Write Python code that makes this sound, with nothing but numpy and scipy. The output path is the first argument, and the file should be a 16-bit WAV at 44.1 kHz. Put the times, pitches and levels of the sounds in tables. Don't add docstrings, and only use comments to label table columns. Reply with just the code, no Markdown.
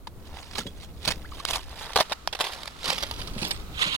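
import sys
import numpy as np
from scipy import signal
from scipy.fft import rfft, irfft
from scipy.io import wavfile
from scipy.ndimage import uniform_filter1d, map_coordinates

SR = 44100
rng = np.random.default_rng(int(sys.argv[2]) if len(sys.argv) > 2 else 0)


def generate_wav(sig):
    pcm = np.round(np.clip(np.atleast_2d(sig).T, -1, 1) * 32767).astype(np.int16)
    wavfile.write(sys.argv[1], SR, pcm)


N = 176400
T = np.arange(N) / SR
TOP_HZ = 15900


def undb(db):
    return 10 ** (np.asarray(db) / 20)


def unit(x):
    return x / np.sqrt(np.mean(x ** 2))


def curve(points):
    return np.interp(T, *np.array(points).T)


def colour(x, points, keep_power=True, size=4096):
    hz, db = np.array(points).T
    bin_hz = np.arange(size // 2 + 1) * SR / size
    gain = undb(np.interp(np.log(bin_hz + 1), np.log(hz), db))
    cepstrum = irfft(np.log(unit(gain) if keep_power else gain))
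    cepstrum[1:size // 2] *= 2
    cepstrum[size // 2 + 1:] = 0
    return signal.fftconvolve(x, irfft(np.exp(rfft(cepstrum))))[:N]


def add(out, start, sound):
    i = int(start * SR)
    out[i:i + len(sound)] += sound[:N - i]


def wander(per_s, size=4096):
    return unit(np.interp(T * per_s, np.arange(size), rng.standard_normal(size)))


def outdoors():
    # (frequency [Hz], level [dB])
    wind_tone = [(35, -0.5), (70, 0.5), (110, -8.5), (400, -16.5), (800, -26.5), (3000, -42.5)]
    hiss_tone = [(1000, -5), (1280, 2.5), (1700, -8), (4000, -5), (7000, -15), (15500, -26.5)]
    # (time [s], level [dB])
    rumble_level = [(0, -43), (.55, -45), (.75, -41), (1.4, -42), (1.93, -46), (2.05, -53), (2.6, -50),
                    (3.2, -40.5), (3.95, -41.5)]
    # (time [s], level change [dB])
    hiss_change = [(1.95, -21), (2.02, -4.5), (2.3, -12), (2.9, -7.5)]
    gust_db, hiss_db = 2, -41.5
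    mid, side = (colour(rng.standard_normal(N), wind_tone) * undb(gust_db * wander(per_s=11))
                 for _ in range(2))
    side = undb(-4) * signal.sosfilt(signal.butter(2, 89, fs=SR, output="sos"), side)
    rumble = np.array([mid - side, mid + side]) * undb(curve(rumble_level))
    hiss = np.array([colour(rng.standard_normal(N), hiss_tone) for _ in range(2)])
    return rumble + hiss * undb(hiss_db + curve(hiss_change))


def clicks(spread, size):
    sign, strength = rng.standard_normal((2, size))
    return np.sign(sign) * np.exp(spread * np.minimum(strength, 3))


def crush(presses, spread, patchy_db):
    weight = sum(undb(db) * np.exp(-np.maximum((at - T) / rise, (T - at) / fall))
                 for at, rise, fall, db in presses)
    return weight * unit(clicks(spread, N) * undb(patchy_db * wander(per_s=170)))


def fractures(size=2048):
    # (time [s], length [s], level [dB])
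    cracks = [(0.071, 0.0052, -38), (0.555, 0.0044, -30), (0.583, 0.0086, -23.5), (0.667, 0.0072, -35.5),
              (1.051, 0.0018, -24), (1.056, 0.0016, -22.5), (1.0768, 0.011, -19.5), (1.106, 0.0071, -23),
              (1.1187, 0.003, -24), (1.4514, 0.00075, -15.5), (1.477, 0.0018, -32), (1.487, 0.0038, -26.5),
              (1.5084, 0.0018, -21), (1.534, 0.004, -23), (1.9334, 0.0012, -31), (1.9594, 0.0058, -14.5),
              (1.973, 0.0045, -19), (1.986, 0.0083, -25), (2.002, 0.013, -22), (2.0975, 0.016, -36.5),
              (2.121, 0.0094, -23), (2.2747, 0.00068, -12), (2.3277, 0.0095, -29.5), (2.35, 0.004, -27),
              (2.3902, 0.0015, -29), (2.401, 0.0059, -24.5), (2.408, 0.0063, -18), (2.42, 0.0034, -28),
              (2.4415, 0.0097, -27.5), (2.468, 0.0025, -27.5), (2.633, 0.0018, -30),
              (2.657, 0.00094, -26.5), (2.676, 0.003, -28), (2.831, 0.0014, -31), (2.843, 0.0081, -26.5),
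              (2.857, 0.0028, -22), (2.878, 0.0015, -22.5), (2.899, 0.0013, -18.5), (2.903, 0.0015, -14),
              (2.927, 0.0009, -21.5), (2.982, 0.0031, -26.5), (3.026, 0.0025, -22), (3.033, 0.0045, -21),
              (3.112, 0.0014, -21), (3.216, 0.0031, -31), (3.2741, 0.0049, -32), (3.509, 0.0083, -22)]
    # (time of most weight [s], rise [s], fall [s], level [dB])
    crunches = [(.37, 0.076, 0.27, -44), (.588, 0.021, 0.021, -29), (.843, 0.041, 0.014, -44.5),
                (1.085, 0.027, 0.026, -29), (1.40, 0.1, 0.061, -43), (1.505, 0.019, 0.037, -27),
                (1.558, 0.0098, 0.012, -25.5), (1.83, 0.12, 0.13, -37.5), (2.008, 0.0087, 0.0088, -18.5),
                (2.412, 0.02, 0.035, -31), (2.49, 0.052, 0.12, -35), (2.885, 0.034, 0.13, -26),
                (3.2, 0.028, 0.027, -38), (3.44, 0.049, 0.059, -27)]
    out = crush(crunches, spread=1.4, patchy_db=3)
    for at, run_s, db in cracks:
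        fade = np.exp(-np.maximum(T[:size] - run_s, 0) / min(.003, run_s))
        burst = clicks(spread=.99, size=size) * fade
        burst[0] = .6 * np.sqrt(np.sum(burst ** 2))
        burst *= np.sqrt((run_s + .001) * SR / np.sum(burst ** 2))
        add(out, at, undb(db) * burst)
    return out


def ice():
    # (frequency [Hz], level [dB])
    snap_tone = [(100, -21), (400, -12.5), (1700, -6), (3600, 2.5), (5000, -1.5), (7000, -16.5),
                 (10500, -15.5), (15500, -33)]
    splinter_tone = [(2000, -35), (6000, 8.5), (9000, -0.5), (15500, -4.5)]
    hollow_tone = [(260, -17), (450, -5.5), (650, -2.5), (950, -0.5), (1300, -6.5), (2000, -8),
                   (12000, -85)]
    # (time [s], level change [dB])
    splintering = [(.6, -15), (1.5, -14), (2, -21), (2.9, -23)]
    hollowness = [(.35, -4.5), (.6, -15), (1.1, -13.5), (1.5, -10), (1.96, -4), (2.12, -7.5), (2.28, -9.5),
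                  (2.5, -5), (3.1, -17)]
    breaking = fractures()
    snap = undb(-2) * colour(breaking, snap_tone) + shards(breaking)
    splinters = colour(fractures() * undb(curve(splintering)), splinter_tone)
    hollow = colour(fractures() * undb(curve(hollowness)), hollow_tone)
    return snap + splinters + hollow


def shards(breaking, count=900, size=2048):
    middle_hz, spread_octaves, decay_cycles = 2620, .9, 6.7
    out, t = np.zeros(N), T[:size]
    force = np.sqrt(abs(uniform_filter1d(breaking ** 2, size=600, origin=299)))
    times = rng.uniform(0, T[-1], count)
    for at, (pitch, strength) in zip(times, np.clip(rng.standard_normal((count, 2)), -2, 2)):
        hz = min(middle_hz * 2 ** (spread_octaves * pitch), TOP_HZ)
        ring = np.sin(2 * np.pi * hz * t) * np.exp(-t * hz / decay_cycles)
        add(out, at, force[int(at * SR)] * undb(-14 + 6 * strength) * ring)
    return out


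def bubbles(size=4096):
    # (time [s], pitch [Hz], pitch rise [Hz/s], time to peak [s], level [dB])
    blips = [(.071, 960, 1000, 0.0029, -37), (1.243, 1135, 48300, 0.0091, -41),
             (1.32, 1166, 2000, 0.0028, -37), (1.400, 1126, 3000, 0.0041, -34.5)]
    out, t = np.zeros(N), T[:size]
    for at, hz, rise, peak_s, db in blips:
        swell = 2 * t / peak_s * np.exp(-(t / peak_s) ** 2 / 2)
        add(out, at, undb(db) * swell * np.sin(2 * np.pi * (hz * t + rise * t ** 2 / 2)))
    return out


def thuds(size=16384):
    # (time [s], level [dB], fade time [s])
    landings = [(.583, -30, 0.021), (0.654, -33, 0.02), (1.071, -30, 0.021), (2.869, -40, 0.062),
                (3.36, -30.5, 0.015), (3.418, -31.5, 0.039), (3.856, -35, 0.043)]
    # (frequency [Hz], level [dB])
    thud_tone = [(40, -29), (170, -2), (320, -11), (600, -17.5), (2000, -108)]
    out = np.zeros(N)
    for at, db, decay in landings:
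        add(out, at, undb(db) * rng.standard_normal(size) * np.exp(-T[:size] / decay))
    return colour(out, thud_tone)


def chips(decay_s=.013):
    # (time [s], pitch [Hz], level [dB])
    pings = [(0.668, 3350, -31.5), (3.48, 13300, -41), (3.526, 8270, -41)]
    out = np.zeros(N)
    for at, hz, db in pings:
        add(out, at, undb(db) * np.sin(2 * np.pi * hz * T) * np.exp(-T / decay_s))
    return out


def knocks(decay_s=.007, overtone_ratio=1.55):
    # (time [s], pitch [Hz], level [dB])
    pockets = [(1.812, 846, -33), (1.96, 425, -22), (1.961, 930, -25), (1.988, 740, -20),
               (2.005, 632, -19.5), (2.116, 602, -25), (2.928, 534, -27), (3.034, 552, -30)]
    out = np.zeros(N)
    for at, hz, db in pockets:
        phase = 2 * np.pi * hz * T
        ring = np.sin(phase) + np.sin(overtone_ratio * phase) / 2
        add(out, at, undb(db) * ring * np.exp(-T / decay_s))
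    return out


def scuff():
    # (time of most weight [s], rise [s], fall [s], level [dB])
    drags = [(3.827, 0.028, 0.013, -19.5), (3.882, 0.024, 0.019, -24), (3.95, 0.044, 0.019, -28.5)]
    # (frequency [Hz], level [dB])
    scuff_tone = [(700, -18.5), (1100, -4), (1900, -7), (3200, 2), (3900, 0.5), (5500, -18), (10000, -24),
                  (15500, -42)]
    return colour(crush(drags, spread=.9, patchy_db=1.5), scuff_tone)


def echoes(decay_s, size=4096):
    noise = signal.lfilter(*signal.butter(1, 1380, "high", fs=SR), rng.standard_normal(size))
    tail = noise * np.exp(-T[:size] / decay_s)
    return tail / np.sqrt(np.sum(tail ** 2))


def ground(x, size=512):
    out, fade = np.zeros(N), np.sin(np.pi * np.arange(size) / size)
    for i in range(0, N - size, size // 2):
        near = undb(-4) * echoes(decay_s=.0022)
        far = undb(-19) * echoes(decay_s=.014)
        add(out, i / SR, signal.fftconvolve(x[i:i + size] * fade, near + far))
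    return out


def scene():
    # (time [s], delay at the right microphone [ms])
    path = [(1.1, 0.117), (2, 0.063), (3, -0.07), (3.8, -0.19)]
    left = ice() + knocks() + scuff() + bubbles() + chips()
    right = map_coordinates(left, [(T - curve(path) / 1000) * SR], mode="nearest")
    return np.array([x + ground(x) for x in (left, right)]) + thuds() + outdoors()


def record(dry):
    # (frequency [Hz], level [dB])
    left_mic = [(300, 0.5), (1100, 3.5), (2200, -5), (2900, -9.5), (4700, -12), (7000, 2), (10000, 3.5)]
    right_mic = [(300, 0.5), (1100, -0.5), (1800, 2.5), (6500, 0.5), (10000, -5.5), (15500, -2.5)]
    ceiling, stop_s = 1.2, 3.965
    heard = np.array([colour(x, mic, keep_power=False) for x, mic in zip(dry, (left_mic, right_mic))])
    heard = ceiling * np.tanh(heard / ceiling)
    heard *= np.clip((stop_s - T) / .004, 0, 1)
    return signal.sosfilt(signal.ellip(8, .2, 80, TOP_HZ, fs=SR, output="sos"), heard)


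dry = scene()
out = record(dry)
generate_wav(out)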